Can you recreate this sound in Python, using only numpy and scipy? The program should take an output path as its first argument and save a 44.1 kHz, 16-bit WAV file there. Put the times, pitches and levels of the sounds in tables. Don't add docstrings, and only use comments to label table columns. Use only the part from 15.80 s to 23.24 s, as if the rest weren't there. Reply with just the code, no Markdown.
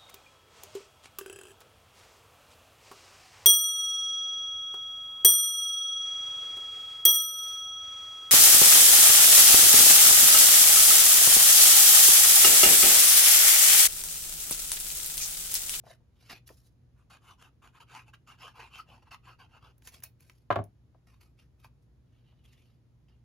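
import sys
import numpy as np
from scipy import signal
from scipy.fft import rfft, irfft, next_fast_len
from scipy.io import wavfile
from scipy.ndimage import uniform_filter1d, map_coordinates

SR = 44100
rng = np.random.default_rng(int(sys.argv[2]) if len(sys.argv) > 2 else 0)


def generate_wav(sig):
    pcm = np.round(np.clip(np.atleast_2d(sig).T, -1, 1) * 32767).astype(np.int16)
    wavfile.write(sys.argv[1], SR, pcm)


N = 328104

# (time [s], speeding up [s], slowing down [s], level [dB], card resonance [Hz])
TIP_STROKES = [(1.149, 0.045, 0.07, -72, 1230), (1.295, 0.012, 0.097, -53, 1050),
               (1.39, .11, 0.069, -56, 1110), (1.57, 0.059, 0.082, -56, 1200),
               (1.814, 0.016, 0.097, -56.5, 1090), (1.915, 0.06, 0.028, -58.5, 1300),
               (1.996, 0.013, 0.043, -51.5, 1170), (2.06, .1, 0.096, -48.5, 1210),
               (2.245, 0.048, 0.02, -59.5, 980), (2.329, 0.013, 0.021, -49.5, 1440),
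               (2.461, 0.027, 0.089, -51, 1270), (2.565, 0.079, .1, -48.5, 1000),
               (2.725, 0.081, 0.11, -49, 1090), (2.884, 0.099, 0.062, -47.5, 1090),
               (3.05, 0.065, 0.12, -57, 790), (3.219, 0.0085, 0.024, -60.5, 890),
               (3.245, 0.036, 0.022, -61, 1190), (3.305, 0.011, 0.063, -45, 1200),
               (3.42, 0.069, 0.082, -53.5, 1170), (3.582, .02, .085, -55.5, 1060),
               (3.675, 0.084, 0.054, -57.5, 900), (3.8, 0.056, 0.087, -57.5, 970)]
# (frequency [Hz], bandwidth [Hz], level [dB])
NOZZLE_MODES = [(2036, 230, -11.5), (2707, 300, 4), (3010, 320, 0.5), (4520, 760, -8)]
# (frequency [Hz], level [dB])
CARD_SPECTRUM = [(120, 14), (280, 4.5), (480, 0.5), (650, -1.5), (810, 3.5), (1000, 1.5), (1600, 2),
                 (2000, -10.5), (4000, -21), (8000, -42)]
FIBRE_SPECTRUM = [(1500, -45), (3300, 2.5), (4100, -1), (5500, -6), (6500, 0), (9000, -3), (13000, -11),
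                  (15500, -22)]
RUSTLE_SPECTRUM = [(200, -7), (700, 1.5), (1000, -2), (2100, -0.5), (3000, -4), (4500, -4), (6500, -18.5),
                   (12000, -29)]
EDGE_SPECTRUM = [(2000, -16), (3500, -3), (4500, 2.5), (6500, 4), (10000, 4), (13000, 0.5), (15600, -7.5)]
# (time [s], level [dB], contact cutoff [Hz], crack [dB], thump [dB])
BOTTLE_BLOWS = [(4.7037, -12, 2180, -8.5, -4), (4.7104, -13.5, 2400, -6, -2),
                (4.7245, -32.5, 3500, 11.5, -10), (4.7586, -24.5, 2490, 2, -2.5),
                (4.7622, -12, 607, -21.5, -1), (4.7895, -16, 497, -24, 5), (4.7962, -20.5, 490, -29, -12)]
# (frequency [Hz], level [dB], t60 [s])
BOTTLE_MODES = [(325, -25, 0.14), (397.5, -14.5, 0.084), (530, -20, 0.038), (586, -8.5, .042),
                (675, 2.5, 0.054), (790, -14.5, 0.045), (1019, -11.5, 0.056), (1096, 1.5, 0.028),
                (1264, -10, 0.048), (1444, -18, 0.05), (1593, -13, 0.051), (2120, -16, 0.044),
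                (2350, -25, .05), (3034, -29, .04), (3630, -22.5, 0.035), (4400, -26, .03)]
TABLE_MODES = [(103, 1.5, .12), (122.07, -14.5, 0.073), (195, -7, .1), (250, -9, .1)]
# (frequency [Hz], level [dB])
CRACK_SPECTRUM = [(300, -8.5), (1200, 9), (2000, -1), (3500, -5), (5000, -21), (8000, -31), (12000, -31),
                  (15000, -41.5)]
# (time [s], speeding up [s], slowing down [s], rustle [dB], edge hiss [dB])
CARD_RUBS = [(0.02, 0.083, 0.076, -52.5, -65.5), (0.31, 0.2, 0.021, -59.5, -70),
             (0.485, 0.021, 0.11, -42.5, -62.5), (0.655, 0.024, .015, -71, -58),
             (0.68, 0.022, 0.285, -79, -70), (0.81, 0.058, 0.039, -77, -69), (4.01, 0.066, .04, -59, -57),
             (4.09, 0.056, 0.064, -57.5, -61), (4.225, 0.0096, .075, -57.5, -61.5),
             (4.39, 0.013, 0.31, -71.5, -72), (5.265, 0.0076, 0.18, -66, -78.5),
             (5.395, 0.018, 0.13, -68, -73), (5.565, 0.0275, 0.099, -64.5, -75.5),
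             (5.78, 0.021, 0.035, -72, -77.5), (5.82, 0.029, 0.042, -58, -68.5),
             (6.01, .015, .06, -99, -84.5), (6.22, .16, .1, -74, -92), (6.4, 0.077, 0.38, -73, -97),
             (6.63, 0.025, 0.13, -65, -75), (6.712, 0.02, 0.048, -64, -73), (6.745, 0.031, 0.3, -69.5, -82),
             (7.278, .008, 0.14, -70.5, -100)]
# (start [s], low mode [Hz], level [dB], high mode [Hz], level [dB])
GRIP_MODES = [(0, 660, 10, 2300, -26), (.28, 1417, -5, 2820, 0.5), (3.9, 810, -3.5, 2550, 4),
              (5.1, 1182, 10.5, 2538, 11.5), (6.1, 1190, -2, 2940, 14)]
# (time [s], level [dB], tick gain [dB])
EDGE_SNAPS = [(0.497, -47.5, -12), (0.509, -40.5, -17), (0.519, -50, 0.5), (0.677, -61, 13),
              (0.69, -50, -19), (3.981, -76, 15), (4.022, -61, -5), (4.0734, -43, 3), (4.145, -58, 5.5),
              (4.203, -64.5, 8.5), (4.224, -55.5, -9), (4.2355, -51, 14), (4.238, -50, 16), (4.407, -66, 9),
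              (4.497, -51, -6), (4.84, -72, 23), (5.845, -57, -3), (7.285, -74, -27)]
# (frequency [Hz], level [dB])
TAP_SPECTRUM = [(150, 3), (400, 1), (1200, -2), (2000, -9), (5000, -32.5)]
FLAP_SPECTRUM = [(600, -16), (1500, -6), (2600, -2), (4000, -17.5), (6500, -13.5), (11000, -23)]
TICK_SPECTRUM = [(3000, -20.5), (5500, -10.5), (10000, -0.5), (13000, -2), (14500, 0), (15600, 0)]
# (time [s], level [dB], resonance [Hz])
SOFT_TAPS = [(0.037, -55, 680), (0.067, -46, 720), (0.205, -71, 701.5), (0.703, -49.5, 466),
             (5.146, -59.5, 596), (5.846, -53, 980), (6.525, -69.5, 793)]
# (frequency [Hz], t60 [s])
ROOM_DECAY = [(100, 0.21), (650, 0.16), (1500, 0.14), (3000, 0.18), (8000, 0.1), (15000, 0.15)]
# (frequency [Hz], coherence [ratio])
COHERENCE = [(100, 0.89), (400, 0.42), (1500, .3), (3000, .05), (6000, 0.2), (8000, 1), (15000, 0.27)]
# (frequency [Hz], level [dB])
HUM_LINES = [(59.5, -69), (119.5, -65.5), (240, -81.5), (360, -87), (479, -89.5)]
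AIR_SPECTRUM = [(20, -26), (35, -14.5), (55, -2), (85, -2), (130, -2), (180, -12), (300, -16.5), (500, -25),
                (1000, -32.5), (2000, -38), (5000, -43), (10000, -48.5), (14000, -54)]
# (frequency [Hz], left lead [rad])
PORT_PHASE = [(2000, .1), (3100, .7), (4300, .4), (5300, .9), (6600, -.2), (7700, -2.9), (8800, -3.3),
              (10600, -6), (12400, -6.4), (14000, -9.2), (16000, -9.5)]

CARD_GLIDE = 0.046
CATCH_DB = 4.5
FIRM_DB, RING_DB, RING_GROWTH = -52, -2, .3
DRY_HISS_DB, WETTING_DB_PER_S = -6, 3.5
HISS_GROWTH = 0.064
STROKE_POWER, RUB_POWER = 1.88, 1.81
SNAP_TAP_HZ, SNAP_TAP_DB = 1049, -13
BOTTLE_REST_S = 4.803
BAND_LIMIT_HZ = 15850


def glue_tip():
    def nozzle(f):
        return sum((-1) ** k * amp(db) * resonance(f, hz, width)
                   for k, (hz, width, db) in enumerate(NOZZLE_MODES))

    def sheet(slips, hz):
        return unit(filtered(slips, lambda f: resonance(f, hz, 510) * amp(along(CARD_SPECTRUM, f))))

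    out, t = np.zeros(N), np.arange(SR // 4) / SR
    for start, rise, fall, db, spot_hz in TIP_STROKES:
        speed = hand_speed(t, rise, fall)
        travel = np.cumsum(speed) / speed.sum()
        catches = amp(CATCH_DB * np.maximum(wobble(220, len(t)) - 1, 0))
        slips = catches * friction(len(t), grain_db=1.64, clump_db=1.33, patchy_db=4.5)
        early, late = sheet(slips, spot_hz * (1 + CARD_GLIDE)), sheet(slips, spot_hz * (1 - CARD_GLIDE))
        card = unit((1 - travel) * early + travel * late)
        squeeze = 1 + rng.normal(0, 0.016)
        press_db = db - FIRM_DB
        wetting_db = WETTING_DB_PER_S * (start - TIP_STROKES[0][0])
        ring = amp(RING_DB + RING_GROWTH * press_db) * unit(filtered(slips, lambda f: nozzle(f * squeeze)))
        hiss = amp(DRY_HISS_DB - wetting_db + HISS_GROWTH * press_db) * coloured(slips, FIBRE_SPECTRUM)
        swell = np.sin(speed * np.pi / 2) ** STROKE_POWER
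        add(out, start, amp(db - 1.5) * swell * unit(card + ring + hiss))
    return out


def bottle_knocks():
    out, t = np.zeros((2, N)), np.arange(SR // 2) / SR
    bass_cut = signal.butter(2, 220, "high", fs=SR, output="sos")
    for start, db, cutoff_hz, crack_db, thump_db in BOTTLE_BLOWS:
        shell = struck_modes(t, BOTTLE_MODES, cutoff_hz, lead_rad=0.3) * (1 - np.exp(-t / 0.00072))
        shell = signal.sosfilt(bass_cut, shell)
        boards = struck_modes(t, TABLE_MODES, cutoff_hz, lead_rad=0.14) * (1 - np.exp(-(t / 0.013) ** 2))
        noise = coloured(diffuse(rng.standard_normal((2, len(t)))), CRACK_SPECTRUM)
        crack = signal.sosfilt(bass_cut, noise * decay(t, t60=0.05))
        blow = amp(db) * (amp(-2.5) * shell + amp(crack_db - 11.5) * crack + amp(thump_db - 10.5) * boards)
        for track, port in zip(out, blow):
            add(track, start, port)
    return out


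def struck_modes(t, modes, cutoff_hz, lead_rad):
    out = np.zeros((2, len(t)))
    for k, (hz, db, t60) in enumerate(modes):
        strength = amp(db + rng.normal(0, 1)) / np.hypot(1, (hz / cutoff_hz) ** 2)
        phase = (-1) ** k * lead_rad * np.array([[1], [-1]])
        out += strength * decay(t, t60) * np.sin(2 * np.pi * hz * t + phase)
    return out


def settling(x, t60):
    return x * decay(np.maximum(np.arange(N) / SR - BOTTLE_REST_S, 0), t60)


def sliding_card():
    out, t = np.zeros(N), np.arange(SR // 2) / SR
    for start, rise, fall, rustle_db, hiss_db in CARD_RUBS:
        grips_so_far = [grip for grip in GRIP_MODES if grip[0] <= start]
        _, low_hz, low_db, high_hz, high_db = grips_so_far[-1]
        slips = friction(len(t), grain_db=3.0, clump_db=2.5, patchy_db=4.5)
        sheet = filtered(slips, lambda f: 1 + amp(low_db) * resonance(f, low_hz, 200)
                         + amp(high_db) * resonance(f, high_hz, 430))
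        rustle = amp(rustle_db - 3) * coloured(sheet, RUSTLE_SPECTRUM)
        hiss = amp(hiss_db + 2.5) * coloured(slips, EDGE_SPECTRUM)
        add(out, start, hand_speed(t, rise, fall) ** RUB_POWER * (rustle + hiss))
    return out


def edge_snaps():
    out, t = np.zeros(N), np.arange(SR // 8) / SR
    for start, db, tick_db in EDGE_SNAPS:
        tick_noise, flap_noise = rng.standard_normal((2, len(t)))
        tick = amp(tick_db + 3) * decay(t, t60=0.014) * coloured(tick_noise, TICK_SPECTRUM)
        flap = amp(2.5) * decay(t, t60=0.019) * coloured(flap_noise, FLAP_SPECTRUM)
        tap = amp(SNAP_TAP_DB) * hollow_tap(t, SNAP_TAP_HZ)
        add(out, start, amp(db) * (tick + flap + tap))
    return out


def soft_taps():
    out, t = np.zeros(N), np.arange(SR // 8) / SR
    for start, db, hz in SOFT_TAPS:
        add(out, start, amp(db) * hollow_tap(t, hz))
    return out


def hollow_tap(t, hz):
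    ring = filtered(rng.standard_normal(len(t)), lambda f: resonance(f, hz, 220))
    return decay(t, t60=0.062) * coloured(ring, TAP_SPECTRUM)


def friction(size, grain_db, clump_db, patchy_db):
    slips = rng.standard_normal(size) * amp(grain_db * wobble(2000, size) + clump_db * wobble(130, size))
    spectra = signal.stft(slips, nperseg=512)[2]
    patches = uniform_filter1d(rng.standard_normal(spectra.shape), size=2, axis=0)
    patches = uniform_filter1d(patches, size=7, axis=1)
    return unit(signal.istft(spectra * amp(patchy_db * unit(patches)), nperseg=512)[1][:size])


def hand_speed(t, rise, fall):
    return np.interp(t, [0, rise, rise + fall], [0, 1, 0])


def with_early_echoes(x, spread_db):
    t = np.arange(SR // 40) / SR
    echoes = unit(rng.standard_normal(len(t)) * decay(t, t60=0.05)) / np.sqrt(len(t))
    reflected = signal.fftconvolve(x, echoes)[:N]
    side = amp(spread_db) * filtered(reflected, lambda f: np.sqrt(np.clip(1 - along(COHERENCE, f), 0, 1)))
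    return np.array([x + side, x - side])


def reverberation(x):
    hz, t, spectra = signal.stft(rng.standard_normal((2, SR // 2)), SR, nperseg=256)
    tail = signal.istft(spectra * decay(t, along(ROOM_DECAY, hz)[:, None]), SR, nperseg=256)[1]
    build_up = 1 - np.exp(-(np.arange(tail.shape[1]) / SR / 0.0023) ** 2)
    tail = diffuse(tail * build_up)
    return signal.fftconvolve(x[None], tail / np.linalg.norm(tail[0]), axes=1)[:, :N]


def room_tone():
    t, hum = np.arange(N) / SR, np.zeros(N)
    air = coloured(diffuse(rng.standard_normal((2, N))), AIR_SPECTRUM)
    for hz, db in HUM_LINES:
        peak = np.sqrt(2) * amp(db + 2.5 * wobble(6.6, N))
        hum += peak * np.sin(2 * np.pi * hz * t + 0.43 * wobble(5.9, N))
    return amp(-63.5) * air + amp(-2) * hum


def diffuse(pair):
    angle = lambda f: np.arccos(np.clip(along(COHERENCE, f), -1, 1)) / 2
    mid, side = filtered(pair, lambda f: np.array([np.cos(angle(f)), np.sin(angle(f))]))
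    return np.array([mid + side, mid - side])


def resonance(f, hz, width_hz):
    return 1j * f * width_hz / (hz * hz - f * f + 1j * f * width_hz)


def decay(t, t60):
    return amp(-60 * t / t60)


def amp(db):
    return 10 ** (np.asarray(db) / 20)


def unit(x):
    return x / np.sqrt(np.mean(x ** 2) + 1e-20)


def along(points, hz):
    frequencies, values = np.transpose(points)
    return np.interp(np.log(hz + 1), np.log(frequencies + 1), values)


def filtered(x, response):
    size = x.shape[-1]
    padded = next_fast_len(size + 4096)
    return irfft(rfft(x, padded) * response(np.fft.rfftfreq(padded, 1 / SR)), padded)[..., :size]


def coloured(x, spectrum):
    return unit(filtered(x, lambda f: amp(along(spectrum, f))))


def wobble(rate, size):
    return map_coordinates(rng.standard_normal(int(size * rate / SR) + 4), [np.arange(size) * rate / SR])


def add(track, start, x):
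    part = track[max(round(start * SR), 0):][:len(x)]
    part += x[:len(part)]


def scene():
    paper = glue_tip() + sliding_card() + edge_snaps() + soft_taps()
    bottle = settling(bottle_knocks(), t60=0.24)
    paper_in_room = with_early_echoes(paper, spread_db=-8) + amp(-10) * reverberation(paper)
    bottle_in_room = bottle + amp(-7) * reverberation(bottle.mean(axis=0))
    return paper_in_room + bottle_in_room + room_tone()


def record(dry):
    half_each_way = np.array([[0.5], [-0.5]])
    return filtered(dry, lambda f: np.exp(1j * along(PORT_PHASE, f) * half_each_way) * (f < BAND_LIMIT_HZ))


dry = scene()
out = record(dry)
generate_wav(out)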